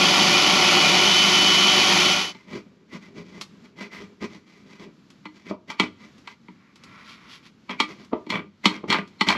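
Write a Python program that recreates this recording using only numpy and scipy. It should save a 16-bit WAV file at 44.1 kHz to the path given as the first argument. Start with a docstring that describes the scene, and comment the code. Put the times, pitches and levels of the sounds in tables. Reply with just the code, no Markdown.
"""A cordless drill spins a wire brush against the bare steel floor pan of a car in a quiet garage.
The wire tips scour the steel and sometimes squeal; the drill whines and hums as the pressure
on it changes, then fades. Gloved hands then rub, knock and bump the sheet, harder towards the end,
and a sleeve wipes over it. Brush and hands make the pan ring at its modes, its own natural pitches."""
import sys
import numpy as np
from scipy import signal
from scipy.fft import rfft, irfft
from scipy.io import wavfile
from scipy.ndimage import uniform_filter1d

SR = 44100
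rng = np.random.default_rng(int(sys.argv[2]) if len(sys.argv) > 2 else 0)


def dump(signal):
    """Clip the signal to [-1, 1] and save it as 16-bit WAV at the path in sys.argv[1]."""
    limited = np.clip(np.atleast_2d(signal).T, -1, 1)
    pcm = np.round(limited * 32767).astype(np.int16)
    wavfile.write(sys.argv[1], SR, pcm)


N = 413201
T = np.arange(N) / SR
LEAD_S = 0.04  # time left for a hand to graze the pan before its blow lands

# modes of the floor pan: f/Hz, width/Hz, peak when brushed/dB, when knocked/dB, when rubbed/dB
PAN_MODES = [(95.3, 3.9, 6, 18, 13.5), (189.6, 83, 18, 31.5, 15), (251.3, 18, 4.5, 9.5, -0.5),
             (307.5, 22, 9.5, 17, 4), (360.6, 37, 14.5, 8, 7), (407, 41, 6.5, 9.5, 5.5),
             (594.6, 54, 9, 3.5, 5), (753, 110, 15.5, 2, -7), (880, 57, 4.5, 12, -0.5),
             (949, 100, 6.5, 11, 3.5), (1130, 240, 11, 2, -0.5), (1197.5, 20, -5.5, 8.5, 6.5),
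             (1378, 100, 9.5, 8, 2.5), (1461, 17, 8.5, -22, 5), (1600, 76, -8, 12.5, 7.5),
             (1955, 170, 1, 11.5, 8), (2070, 344, 3, 16.5, 4), (2307, 162, 3.5, 15, 12.5),
             (2455, 61, 9, -3, -1.5), (2488, 37, -8.5, 0.5, 8.5), (3014, 92, 5, 8.5, 2.5),
             (3255, 150, 6, 11, 5), (3510, 34, 4.5, 1, 5), (3820, 68, 0.5, 2.5, -4.5),
             (4410, 150, 6, -8, 2), (4300, 162, -4, 14.5, -4.5), (5040, 312, 1, -6, -2.5),
             (6200, 130, 0, -18, -1.5)]


def from_db(db):
    """Turn decibels into a factor to multiply by."""
    return 10 ** (np.asarray(db) / 20)


def rms_one(x):
    """Scale a sound so that its average level (rms) is 1."""
    return x / np.sqrt(np.mean(x ** 2) + 1e-20)


def energy_one(x):
    """Scale a sound so that its total energy is 1."""
    return x / np.sqrt(np.sum(x ** 2) + 1e-20)


def through(x, response):
    """Pass a sound through an object, given the object's response to one click."""
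    return signal.fftconvolve(x, response)[:len(x)]


def band(x, hz, kind, order=4):
    """Keep the lows, the highs or a band between."""
    return signal.sosfilt(signal.butter(order, hz, kind, fs=SR, output="sos"), x)


def add(out, s, sound):
    """Mix a sound in, starting at s seconds."""
    at = int(s * SR)
    out[at:at + len(sound)] += sound[:len(out) - at]


def in_time(rows):
    """Join (time, value) points with straight lines."""
    return np.interp(T, *np.transpose(rows))


def drift(rate):
    """A random wobble of rms 1 that takes a new course `rate` times a second."""
    return rms_one(np.interp(T * rate, np.arange(4000), rng.standard_normal(4000)))


def grains(per_s, spread_db):
    """Tiny clicks of uneven size at random moments."""
    clicks = (rng.random(N) < per_s / SR) * rng.standard_normal(N)
    return rms_one(clicks * from_db(spread_db * rng.standard_normal(N)))


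def resonator(colour, modes=(), size=16384):
    """An object's response to a click: its colour (balance of lows and highs) plus ringing peaks."""
    hz = np.maximum(np.fft.rfftfreq(size, 1 / SR), 1)
    points = np.array(colour)
    db = np.interp(np.log(hz), np.log(points[:, 0]), points[:, 1])
    for centre, width, peak_db in modes:
        db = db + peak_db / (1 + (2 * (hz - centre) / width) ** 2)
    # folding the cepstrum makes the ringing follow the click, never lead it
    cepstrum = irfft(np.log(from_db(db)))
    cepstrum[1:size // 2] *= 2
    cepstrum[size // 2 + 1:] = 0
    return irfft(np.exp(rfft(cepstrum)))


def tail(t60, onset_s=0.0016, size=16384):
    """Dense echoes that build up, then fall by 60 dB in t60 seconds."""
    t = T[:size]
    build_up = 1 - np.exp(-(t / onset_s) ** 2)
    return energy_one(rng.standard_normal(size) * from_db(-60 * t / t60) * build_up)


def in_car(response, car_db, car_t60, room_db, room_t60):
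    """Waves come back from the far ends of the car body, and later from the garage walls."""
    echoes = from_db(car_db) * tail(car_t60) + from_db(room_db) * tail(room_t60, onset_s=0.015)
    return response + through(response, band(echoes, 150, "high", order=1))


def drill(end_s=2.334, fade_s=0.27, free_spin_hz=24.65, sag_hz=1.0):
    """Wire tips flick the pan; pressing slows the spin, makes the pan drum and chokes the whine."""
    # how hard the brush is pressed: t/s, load from 0 to 1
    load_points = [(0.0, .9), (0.95, 0.98), (1.16, 0.01), (1.4, .1), (1.78, 0.3), (1.96, 0.71), (2.05, .35),
                   (2.25, 0.22)]
    # pitch of the whine: t/s, f/Hz
    whine_points = [(0.0, 2988), (0.55, 2980), (0.72, 2950), (0.93, 2942), (1.2, 3028), (1.34, 3025),
                    (1.5, 2995), (1.66, 3020), (1.88, 3000), (2.02, 3022), (2.17, 3000), (2.3, 3012)]
    # weaker tones of the drive: multiple of the whine's pitch, level against the whine/dB
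    drive_tones = [(1.075, -16), (2, -19.5)]
    # hum of the uneven brush thumping the pan each turn: multiple of the spin, relative level/dB
    hum_tones = [(3, -21), (4, -16), (5, -15.5), (7, -6.5), (8, -2), (10, -9.5), (12, -8.5), (13, -8),
                 (15, -3.5), (24, -10)]
    # colour of the brushed pan: f/Hz, level/dB
    brush_colour = [(40, -35), (80, -28), (140, -20.5), (250, -16), (500, -12.5), (700, -15.5),
                    (1200, -15.5), (1650, -16.5), (2500, -9.5), (4500, -10.5), (6300, -14), (8000, -30),
                    (10800, -27.5), (13300, -43.5)]
    load = in_time(load_points)
    whine_hz = in_time(whine_points) * (1 + 0.002 * drift(70) + 0.0027 * drift(14))
    cycles = np.cumsum(whine_hz) / SR
    turns = np.cumsum(free_spin_hz - sag_hz * load) / SR
    # the brush bites harder once, and also four times, per turn
    bite_db = 0.5 * np.sin(2 * np.pi * turns) + 0.62 * np.sin(8 * np.pi * turns) + 0.45 * drift(150)
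    pan = resonator(brush_colour, [(hz, width, db) for hz, width, db, _, _ in PAN_MODES])
    flicks = grains(per_s=25000, spread_db=1)
    brushing = through(flicks * from_db(bite_db), pan)
    drumming = rms_one(band(brushing, 1600, "low")) * from_db(-27.5 + 4 * load + 0.28 * drift(16))
    scouring = rms_one(band(brushing, 1600, "high")) * from_db(-18.5)
    hum = sum(np.sin(2 * np.pi * (k * turns + rng.random())) * from_db(db - 34.5 + 1.7 * drift(7))
              for k, db in hum_tones)
    whine = np.sin(2 * np.pi * cycles) * from_db(1.5 * drift(40) + 1.9 * drift(13))
    for k, db in drive_tones:
        whine += np.sin(2 * np.pi * k * cycles + 0.9 * drift(50)) * from_db(db + 3.5 * drift(18))
    whine *= from_db(-22 - 5.5 * load)
    fade = np.clip((end_s - T) / fade_s, 0, 1)
    return fade * (drumming + scouring + np.sqrt(2) * (hum + whine))


def squeals(swell_s=0.04, waver=0.003):
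    """Now and then the wire sticks and slips in step, and sings for a moment."""
    # squeals of wire on steel: t/s, f/Hz, level/dB
    notes = [(0.04, 3240, -25.5), (0.35, 2433, -23.5), (0.659, 2540, -26), (0.73, 2290, -28),
             (0.85, 2410, -23.5), (0.94, 2400, -28.5), (1.52, 3260, -27), (1.69, 3270, -25),
             (2.1, 3286, -27)]
    out = np.zeros(N)
    wobble = 1 + waver * drift(60)
    for s, hz, db in notes:
        near = slice(max(int((s - 0.15) * SR), 0), int((s + 0.15) * SR))
        swell = np.exp(-((T[near] - s) / swell_s) ** 2)
        tone = np.sqrt(2) * np.sin(2 * np.pi * hz * np.cumsum(wobble[near]) / SR)
        out[near] += from_db(db) * swell * tone
    return out


def garage(level_db=-56):
    """A low rumble that wavers a little, with faint hiss."""
    # colour of the quiet garage: f/Hz, level/dB
    room_colour = [(18, -58), (30, -21.5), (108, -4), (179, 3.5), (226, 5), (644, -19), (1220, -16),
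                   (1700, -18), (2310, -20), (4490, -22.5), (7300, -31), (8950, -47), (11300, -40.5),
                   (13500, -53)]
    noise = rms_one(through(rng.standard_normal(N), resonator(room_colour)))
    return from_db(level_db + 2.8 * drift(7.4)) * noise


def pan_voices(colour, modes):
    """Split the pan's response into low drumming, middle ringing and high scratching."""
    pan = in_car(resonator(colour, modes), car_db=-5.5, car_t60=0.16, room_db=-30.5, room_t60=0.8)
    voices = band(pan, 527, "low"), band(pan, [700, 3200], "band", order=3), band(pan, 3840, "high")
    return [energy_one(voice) for voice in voices]


def gloved_pan():
    """The pan's three voices under a sliding glove."""
    # colour of the rubbed pan: f/Hz, level/dB
    glove_colour = [(40, -29), (80, -30.5), (140, -23), (250, -14.5), (500, -21), (700, -22.5), (1200, -21),
                    (1650, -32), (2500, -30), (4500, -30), (6300, -37), (8000, -49), (10800, -56),
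                    (13300, -65)]
    return pan_voices(glove_colour, [(hz, width, db) for hz, width, _, _, db in PAN_MODES])


def strokes(rows, steepness=2.6):
    """Curves that swell and ease off, one per level in rows of middle/s, length/s, levels/dB."""
    power = np.zeros((len(rows[0]) - 2, N))
    for middle, length, *levels_db in rows:
        near = slice(int((middle - 0.5) * SR), int((middle + 0.5) * SR))
        distance = 2 * np.abs(T[near] - middle) / max(length, 0.01)
        power[:, near] += from_db(levels_db)[:, None] ** 2 * np.exp(-distance ** steepness)
    return np.sqrt(power)


def judder(hz, width_hz=70, size=N):
    """Under a firm hand the slips fall into step with a mode, which sings roughly."""
    peak = signal.iirpeak(hz, hz / width_hz, fs=SR)
    return rms_one(signal.lfilter(*peak, rng.standard_normal(size)))


def rubs(voices, fidget_from_s=2, fidget_to_s=4.95):
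    """A glove catches and slips; heavy strokes drum, light ones judder, and early on it fidgets."""
    # glove strokes: middle/s, length/s, ringing/dB, weight (drumming above ringing)/dB
    glove_strokes = [(2.359, 0.13, -58, -4), (2.538, 0.083, -45.5, 10), (2.941, 0.056, -48, 6.5),
                     (3.048, 0.05, -52.5, 3), (3.192, 0.057, -51.5, 13.5), (3.289, .058, -59.5, 12),
                     (3.366, 0.058, -51.5, 10.5), (3.654, .03, -56.5, 9), (3.823, 0.07, -44.5, 1.5),
                     (3.954, 0.056, -41.5, -2.5), (4.007, 0.068, -48, 7), (4.236, 0.04, -42, 9.5),
                     (4.339, 0.062, -53.5, 3), (4.54, 0.13, -60, 3), (4.727, 0.089, -57, 1),
                     (4.821, 0.051, -50.5, 9), (5.387, 0.082, -61, 4.5), (5.485, 0.049, -49, 8),
                     (5.695, 0.022, -44.5, 7.5), (6.039, 0.068, -56, 4), (6.299, 0.062, -55, -5),
                     (7.912, .05, -47.5, 7), (7.997, 0.081, -58, 11), (8.301, 0.0095, -37, -3),
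                     (8.647, 0.014, -35, -2), (8.893, 0.017, -35.5, 9), (9.276, 0.013, -29.5, 1.5)]
    rows = []
    for s, length, ring_db, weight_db in glove_strokes:
        scratch_db = -56 + 0.73 * (ring_db + 50)
        judder_db = ring_db - 0.5 - 0.32 * weight_db
        rows.append((s, length, ring_db + weight_db, ring_db, scratch_db, judder_db))
    *levels, judder_level = strokes(rows)
    shifting = (T > fidget_from_s) * (T < fidget_to_s) * from_db(7 * drift(9))
    fidgets = from_db(-57.5) * shifting, from_db(-74) * shifting, 0  # drum, ring, no scratch
    friction = grains(per_s=4000, spread_db=2.5) * from_db(2.47 * drift(90))
    rubbing = sum(through(friction * np.hypot(level, fidget), voice)
                  for level, fidget, voice in zip(levels, fidgets, voices))
    return rubbing + judder_level * judder(hz=2047)


def touch(chatter_s, chatter_db, graze_s, graze_db, size=16384):
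    """The force of one touch: a swelling graze, the blow at LEAD_S, then a brief chatter."""
    t = T[:size] - LEAD_S
    noise = rng.standard_normal(size)
    graze = energy_one(noise * (t < 0) * np.exp(-np.abs(t) / graze_s))
    chatter = energy_one(noise * (t > 0) * np.exp(-np.abs(t) / chatter_s))
    blow = np.arange(size) == int(LEAD_S * SR)
    spectrum = rfft(from_db(graze_db) * graze + blow + from_db(chatter_db) * chatter)
    # such brief contacts drive all pitches about equally, so even out the spectrum
    power = uniform_filter1d(uniform_filter1d(np.abs(spectrum) ** 2, size=90), size=90)
    return energy_one(irfft(spectrum / np.sqrt(power)))


def knocks(flex_s=0.00345):
    """Each knock hits a new spot with its own mix of modes; the sheet flexes just after the crack."""
    # hard knocks: t/s, relative level/dB, change to the drumming/dB, change to the crack/dB
    hits = [(2.348, -46.5, 5, -11), (5.255, -35, -0.5, -19), (5.701, -30.5, -24, -24),
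            (5.798, -15.5, -1.5, -9.5), (6.274, -35.5, -15, -13), (6.484, -44.5, 6.5, -28),
            (7.694, -29.5, -1, -21), (7.801, -16, -7, -8.5), (8.266, -47.5, 15.5, -12),
            (8.303, -27.5, -1.5, -4.5), (8.656, -13.5, 0, -6), (8.902, -24.5, 0, -0.5),
            (8.926, -17.5, -10, -9.5), (9.21, -15.5, -5, -10), (9.287, -19.5, -2.5, -1.5)]
    # colour of the knocked pan: f/Hz, level/dB
    knock_colour = [(40, -31.5), (80, -44), (140, -36), (250, -15.5), (500, -16.5), (700, -20.5),
                    (1200, -9.5), (1650, -31), (2500, -19.5), (4500, -26), (6300, -38), (8000, -44.5),
                    (10800, -54.5), (13300, -67)]
    out = np.zeros(N)
    for s, db, weight_db, crack_db in hits:
        spot = rng.uniform(0.6, 1.15, len(PAN_MODES))
        modes = [(hz, width, peak * share) for (hz, width, _, peak, _), share in zip(PAN_MODES, spot)]
        drum, ring, crack = pan_voices(knock_colour, modes)
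        force = touch(chatter_s=0.0049, chatter_db=9.5, graze_s=0.007, graze_db=-13)
        add(out, s + flex_s, from_db(db + weight_db + 26) * drum)
        add(out, s - LEAD_S, from_db(db + 26) * energy_one(through(force, ring)))
        add(out, s - LEAD_S, from_db(db + crack_db + 31) * energy_one(through(force, crack)))
    return out


def ticks():
    """Light, scratchy contacts that hardly move the sheet."""
    # small bright ticks: t/s, relative level/dB
    hits = [(3.412, -27.5), (5.103, -47.5), (6.181, -51), (6.758, -47), (6.837, -42), (8.047, -49.5),
            (8.984, -45), (9.076, -51)]
    # colour of a tick: f/Hz, level/dB
    tick_colour = [(180, -32), (300, 4), (665, -9.5), (1180, 3), (1670, -10), (2130, 0), (5100, -1.5),
                   (8900, -15.5), (10600, -19), (13500, -32)]
    out = np.zeros(N)
    for s, db in hits:
        force = touch(chatter_s=0.0049, chatter_db=20, graze_s=0.0046, graze_db=0)
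        body = in_car(resonator(tick_colour), car_db=-3, car_t60=0.12, room_db=-20, room_t60=0.5)
        add(out, s - LEAD_S, from_db(db + 23) * energy_one(through(force, body)))
    return out


def bumps():
    """A padded blow presses in first and wakes mainly the low modes."""
    # soft bumps: t/s, relative level/dB
    hits = [(5.511, -24.5), (8.132, -18.5), (8.84, -29.5)]
    # colour of a bump: f/Hz, level/dB
    bump_colour = [(41, -36), (70, -12), (107, -21), (187, -6.5), (369, 1), (536, -5.5), (630, 0.5),
                   (780, -17.5), (853, -10), (1200, -10), (1680, -35.5), (2680, -31), (5000, -45),
                   (6500, -93), (11000, -120)]
    out = np.zeros(N)
    pan = resonator(bump_colour, [(hz, width, 0.42 * db) for hz, width, _, db, _ in PAN_MODES])
    for s, db in hits:
        force = touch(chatter_s=0.004, chatter_db=1, graze_s=0.0047, graze_db=-8)
        body = in_car(pan, car_db=-2, car_t60=0.18, room_db=-20.5, room_t60=0.99)
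        add(out, s - LEAD_S, from_db(db + 28) * energy_one(through(force, body)))
    return out


def skids(voices, attack_s=0.0044, size=16384):
    """After a blow the hand skids on, rattling and squeaking; the lows last longest."""
    # skids: t/s, length/s, ringing/dB, drumming above ringing/dB, scratch above ringing/dB, squeak/Hz
    slips = [(5.696, 0.02, -39.5, -9, -3, 1145), (5.81, 0.029, -38, 3.5, -14, 1150),
             (7.698, 0.018, -35, -4, -16, 1086), (7.794, 0.016, -33, -10, -15, 1140),
             (8.317, .05, -29.5, 0.5, -23.5, 1140), (8.686, 0.08, -40.5, 1, -12, 1066),
             (8.908, 0.032, -22, -11, -23, 1050), (8.945, 0.034, -35.5, -5, -20, 1035),
             (9.285, 0.041, -22, -12, -13.5, 1050), (9.35, .04, -30.5, 3.5, -31, 1060)]
    # how slowly a skid dies: drumming/s, ringing/s, scratching/s
    decay_times = [.04, 0.021, 0.0073]
    # tones of the stick-and-slip squeak: multiple of its pitch, relative level/dB
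    squeak_tones = [(1, -5.5), (2, -4), (3, -9.5)]
    t = T[:size]
    levels, squeaks = np.zeros((3, N)), np.zeros(N)
    attack = np.minimum(t / attack_s, 1)
    for s, length, db, weight_db, scratch_db, hz in slips:
        shapes = [attack * np.exp(-np.maximum(t - length, 0) / decay) for decay in decay_times]
        for level, shape, above_db in zip(levels, shapes, (weight_db, 0, scratch_db)):
            add(level, s, from_db(db + above_db) * shape)
        squeak = sum(from_db(tone_db) * judder(k * hz, width_hz=28, size=size)
                     for k, tone_db in squeak_tones)
        add(squeaks, s, from_db(db - 4.5) * shapes[1] * squeak)  # fades with the ringing
    rattle = rms_one(grains(per_s=1500, spread_db=2) * from_db(2.5 * drift(160)))
    return sum(through(rattle * level, voice) for level, voice in zip(levels, voices)) + squeaks


def sleeve(ring_share=0.35):
    """Cloth brushes the metal with fine fibres, too lightly to make it ring much."""
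    # sleeve wipes: middle/s, length/s, swish/dB, hiss/dB
    wipes = [(6.66, .22, -62, -76), (7.0, 0.21, -49, -58.5), (7.105, 0.081, -52, -49),
             (7.265, 0.18, -52.5, -60), (7.335, 0.062, -52, -46.5), (7.463, 0.039, -54, -52)]
    # colour of cloth on steel: f/Hz, level/dB
    cloth_colour = [(29, -39), (50, -5), (103, -6), (124, -35), (212, 0), (261, -39), (387, -7), (646, -13),
                    (1180, 1.5), (1640, -7), (2270, 0), (5500, -16.5), (8960, -35.5), (10500, -31),
                    (13000, -43)]
    swish_level, hiss_level = strokes(wipes, steepness=1.9)
    pan = resonator(cloth_colour, [(hz, width, ring_share * db) for hz, width, _, _, db in PAN_MODES])
    body = in_car(pan, car_db=-8.5, car_t60=0.18, room_db=-27, room_t60=0.5)
    cloth = through(grains(per_s=7000, spread_db=2.5), body)
    swish = rms_one(band(cloth, 2260, "low"))
    hiss = rms_one(band(cloth, 3400, "high"))
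    return swish * swish_level + hiss * hiss_level


def scene():
    """All sounds are heard in stereo; the two channels differ mainly in the treble."""
    # stereo width: f/Hz, level of the side signal against the middle/dB
    stereo_width = [(40, -13), (120, -23), (300, -26), (1000, -28), (4500, -27), (7000, -22), (10500, -9),
                    (13000, -1)]
    voices = gloved_pan()
    hands = rubs(voices) + skids(voices) + sleeve() + knocks() + bumps() + ticks()
    mid = drill() + squeals() + hands + garage()
    side = through(through(mid, resonator(stereo_width)), tail(t60=0.16, onset_s=0.001))
    return np.array([mid + side, mid - side])


def record(dry, notch_hz=9030, top_hz=13700):
    """The microphones miss a narrow slice of treble; peaks are clipped, deep bass and the top are cut."""
    notched = signal.lfilter(*signal.iirnotch(notch_hz, 7, fs=SR), dry)
    clipped = np.clip(band(notched, 35, "high", order=2), -0.92, 0.92)
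    return signal.sosfilt(signal.ellip(10, 0.2, 80, top_hz, fs=SR, output="sos"), clipped)


dry = scene()
out = record(dry)
dump(out)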